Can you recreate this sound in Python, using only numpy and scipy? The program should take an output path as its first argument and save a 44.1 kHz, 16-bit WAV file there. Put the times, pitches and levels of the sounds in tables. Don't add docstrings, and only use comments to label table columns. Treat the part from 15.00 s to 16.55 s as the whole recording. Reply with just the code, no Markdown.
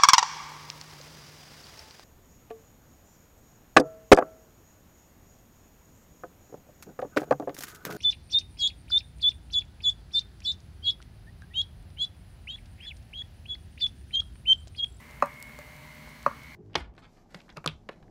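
import sys
import numpy as np
from scipy import signal
from scipy.fft import rfft, irfft, next_fast_len
from scipy.io import wavfile
from scipy.ndimage import map_coordinates

SR = 44100
rng = np.random.default_rng(int(sys.argv[2]) if len(sys.argv) > 2 else 0)


def to_wav(s):
    ch = np.atleast_2d(s).T
    pcm = np.round(np.clip(ch, -1, 1) * 32767)
    wavfile.write(sys.argv[1], SR, pcm.astype(np.int16))


def ratio_of_db(decibels):
    return 10 ** (np.asarray(decibels, float) / 20)


N = 68355


def unit(x):
    return x / np.sqrt(np.mean(x ** 2) + 1e-20)


def along(points, hz):
    point_hz, value = np.transpose(points)
    return np.interp(np.log(hz + 1), np.log(point_hz + 1), value)


def curves(rows):
    time_s, *columns = np.transpose(rows)
    return [np.interp(np.arange(N) / SR, time_s, column) for column in columns]


def wobble(rate):
    return map_coordinates(rng.standard_normal(64), [np.arange(N) * rate / SR])


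def noise():
    return rng.standard_normal(N)


def coloured(x, points):
    size = next_fast_len(N + 8192)
    gain = ratio_of_db(along(points, np.fft.rfftfreq(size, 1 / SR)))
    return irfft(rfft(x, size) * gain, size)[:N]


def spoon():
    # start_s, peak_db, spot on the rim (0-1), contact_s, crack_db
    knocks = [
        (0.2235, -1.5, 0, 0.0013, -33),
        (1.263, -3, 1, 0.00098, -36.5),
    ]
    # pitch_hz, level_db at one spot, level_db at the other, t60_s
    wood = [(155, -30.5, -27.5, 0.091), (252.5, -28, -30, 0.1), (570, -13, -13.5, 0.06),
            (802, -6.5, -17, 0.02), (957, -24, -29, 0.096), (1075, -9.5, -10, 0.026),
            (1155, -0.5, -1.5, .016), (1176, -23, -16, 0.036), (1287, -10.5, -15, 0.011),
            (1503, -23.5, -23, 0.025), (1754, -24, -31.5, 0.031), (1882, -24.5, -26.5, 0.038),
            (2140, -28, -27.5, 0.019), (2545, -19.5, -24.5, 0.016)]
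    # pitch_hz, level_db at one spot, level_db at the other, t60_s
    rim = [(4135, -4.5, -7, 0.022), (4370, -11, 2, 0.013), (5280, -7.5, -9.5, 0.021),
           (6000, -22, -1.5, 0.012), (6530, 1, -5.5, 0.011), (8200, -3, -10, 0.0068),
           (11500, -11, -20, .008)]
    # pitch_hz, level_db at one spot, level_db at the other, t60_s
    tap = [(590, -41.5, -44, 0.089), (860, -31.5, -32, 0.0066), (1120, -43.5, -43, 0.022)]
    # delay_s, level_db
    walls = [(.0135, -15.5), (.021, -27.5), (.033, -28.5), (.045, -25)]
    tap_s, room_delay_s, room_db = 0.589, 0.007, -14.5
    grit_db, grit_t60_s = -9, 0.0082

    out = np.zeros(N + SR)
    t = np.arange(SR // 4) / SR
    for start_s, peak_db, spot, contact_s, crack_db in knocks:
        body = ratio_of_db(peak_db) * ring(wood, t, spot, contact_s)
        grit = np.diff(rng.standard_normal(len(t) + 1)) * ratio_of_db(grit_db - 60 * t / grit_t60_s)
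        crack = ratio_of_db(crack_db) * (grit + ring(rim, t, spot, contact_s=0.00061))
        blow = crack - body
        for delay_s, level_db in [(0, 0.012)] + walls:
            first = round((start_s + delay_s * (1 + 0.1 * spot)) * SR)
            out[first:][:len(t)] += ratio_of_db(level_db) * blow
        echo = ratio_of_db(room_db) * kitchen(blow)
        out[round((start_s + room_delay_s) * SR):][:len(echo)] += echo
    out[round(tap_s * SR):][:len(t)] -= ring(tap, t, spot=0, contact_s=0.00019)
    return signal.lfilter(*signal.butter(2, 110, "high", fs=SR), out[:N])


def ring(modes, t, spot, contact_s):
    out = 0
    for pitch_hz, one_db, other_db, t60_s in modes:
        swell_s = contact_s * max(1, 1000 / pitch_hz)
        swell = 1 - np.exp(-(t / swell_s) ** 2)
        decay = ratio_of_db(one_db + (other_db - one_db) * spot - 60 * t / t60_s)
        out = out + decay * swell * np.sin(2 * np.pi * pitch_hz * t)
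    return out


def kitchen(x):
    # pitch_hz, t60_s, level_db
    room = [(200, 0.11, -5), (600, .14, -5), (800, 0.2, 2), (1200, 0.31, -3), (1720, 0.28, 10.5),
            (2500, 0.17, 3), (5300, 0.13, 5.5)]
    hz, t, bands = signal.stft(rng.standard_normal(SR // 3), SR, nperseg=256)
    t60_s = along([(row[0], row[1]) for row in room], hz)[:, None]
    level_db = along([(row[0], row[2]) for row in room], hz)[:, None]
    tail = signal.istft(bands * ratio_of_db(level_db - 60 * t / t60_s), SR, nperseg=256)[1]
    return signal.fftconvolve(x, tail / np.linalg.norm(tail))


def spits():
    # start_s, peak_db, t60_s, lowest_hz
    snaps = [(.0064, -45.5, 0.004, 5000), (0.11, -39.5, 0.0036, 4500), (0.2597, -35.5, 0.0052, 5000),
             (0.3414, -41.5, .004, 5000), (0.402, -38, .004, 7000), (.4264, -29, 0.0066, 4300),
             (.472, -44, 0.0039, 4000), (.4935, -37, 0.0098, 11500), (0.5892, -34, 0.0083, 4000),
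             (.6679, -46, .004, 5000), (.7657, -42.5, 0.0036, 5000), (0.95, -40, .005, 9000),
             (1.092, -42, .004, 6000), (1.2291, -38, .004, 3500), (1.239, -47, 0.0037, 8000),
             (1.4354, -41, .004, 6000)]
    snap_db, top_hz = 12.5, 11700

    out = np.zeros(N + SR)
    t = np.arange(SR // 50) / SR
    for start_s, peak_db, t60_s, lowest_hz in snaps:
        spray = rng.choice([-1, 1], size=len(t)) * ratio_of_db(-60 * t / t60_s)
        spray[0] += ratio_of_db(snap_db)
        bright = signal.lfilter(*signal.butter(3, lowest_hz, "high", fs=SR), spray)
        out[round(start_s * SR):][:len(t)] += ratio_of_db(peak_db - 4) * bright
    return signal.lfilter(*signal.butter(1, top_hz, fs=SR), out[:N])


def pan():
    # pitch_hz, level_db per Hz
    sizzle = [(2200, 14), (3300, 0.5), (4300, 4), (5000, -3), (9500, -9.5), (10400, -22), (12000, -11),
              (15500, -23)]
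    # pitch_hz, level_db per Hz
    steam_colour = [(2300, -27), (2900, 1), (3500, -6), (4300, 0), (5000, -9.5), (6500, -9), (8000, -35)]
    # time_s, level_db
    frying = [(0, -68.5), (.4, -67.5), (.9, -62.5), (1.55, -61)]
    bubbles_per_s, size_spread_db, bubbles_db, sizzle_db = 190, 4, -1.5, -58.85

    bursts = np.zeros(N)
    place, size = rng.random((round(bubbles_per_s * N / SR), 2)).T
    bursts[(place * N).astype(int)] = ratio_of_db(-size_spread_db * np.log(size + 1 / 50))
    burst_decay = ratio_of_db(-60 * np.arange(200) / SR / 0.004)
    bubbles = np.convolve(bursts, burst_decay)[:N] * noise()
    hiss = ratio_of_db(0.47 * wobble(15.6)) * noise()
    fizz = unit(coloured(hiss + ratio_of_db(bubbles_db) * unit(bubbles), sizzle))
    steam = ratio_of_db(curves(frying)[0]) * unit(coloured(noise(), steam_colour))
    return ratio_of_db(sizzle_db) * fizz + steam


def motor():
    # time_s, turns per second
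    speed_curve = [(0, 73.9), (.1, 74.25), (.3, 75.0), (.5, 75.2), (.8, 75.75), (1.0, 75.8), (1.2, 75.65),
                   (1.55, 76.2)]
    # time_s, level_db
    whine_curve = [(0, -62.5), (.2, -61), (.3, -52.5), (.5, -58.5), (.8, -57.5), (1.0, -61), (1.2, -62),
                   (1.4, -59), (1.55, -58)]
    # time_s, centre_hz, width_hz
    housing = [(0, 2100, 110), (.15, 2120, 80), (.28, 2175, 40), (.52, 2175, 42), (.65, 2120, 70),
               (.9, 2100, 60), (1.1, 2160, 80), (1.55, 2150, 110)]
    # multiple of the shaft speed, level_db
    low_orders = [(2, -64), (3, -67), (6, -76), (10, -76), (15, -75), (22, -75), (23, -74), (39, -78)]
    # time_s, level_db
    eighth_curve = [(0, -66.5), (.4, -63), (1.05, -62.5), (1.2, -67.5), (1.55, -70.5)]
    wander_db, wander_per_s, slip_rad, skirt_db = 4, 11, 0.9, -9

    speed, = curves(speed_curve)
    angle = 2 * np.pi * np.cumsum(speed) / SR

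    def line(order, level_db):
        level = np.sqrt(2) * ratio_of_db(level_db + wander_db * wobble(wander_per_s))
        return level * np.sin(order * angle + slip_rad * wobble(12))

    whine_db, = curves(whine_curve)
    centre_hz, width_hz = curves(housing)
    whine = 0
    for order in range(24, 33):
        resonance = 1 / (1 + ((order * speed - centre_hz) / width_hz) ** 2)
        skirt = ratio_of_db(skirt_db) / (1 + ((order - 28.5) / 2.0) ** 4)
        whine = whine + (resonance + skirt) * line(order, whine_db - 2)
    low = sum(line(order, level_db) for order, level_db in low_orders)
    eighth_db = curves(eighth_curve)[0] + 0.5 * wobble(7.3)
    eighth = np.sqrt(2) * ratio_of_db(eighth_db) * np.sin(8 * angle)
    return whine + low + eighth


def room_tone():
    # pitch_hz, level_db per Hz
    rumble_colour = [(25, -53), (45, -11), (62, 0), (100, -13.5), (140, -5.5), (185, -16.5), (250, -9),
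                     (330, -25), (600, -66)]
    # pitch_hz, level_db per Hz
    air_colour = [(200, -7), (400, -6.5), (800, -3.5), (990, 4), (1300, -4), (2100, 1.5), (2700, -6),
                  (4000, -15)]
    rumble_db, air_db = -52.5, -54.5
    rumble = ratio_of_db(0.9 * wobble(8.7)) * unit(coloured(noise(), rumble_colour))
    air = ratio_of_db(0.85 * wobble(4.06)) * unit(coloured(noise(), air_colour))
    return ratio_of_db(rumble_db) * rumble + ratio_of_db(air_db) * air


def scene():
    return (spoon() + spits() + pan() + motor() + room_tone())[None]


def top_cut(x):
    return signal.sosfilt(signal.butter(12, 16510, fs=SR, output="sos"), x)


def record(dry):
    # pitch_hz, level_db
    mic = [(20, 0), (15600, 0), (15850, -14), (16450, -18), (16540, -90)]
    mix = coloured(dry[0], mic)[None]
    return top_cut(mix)


dry = scene()
out = record(dry)
to_wav(out)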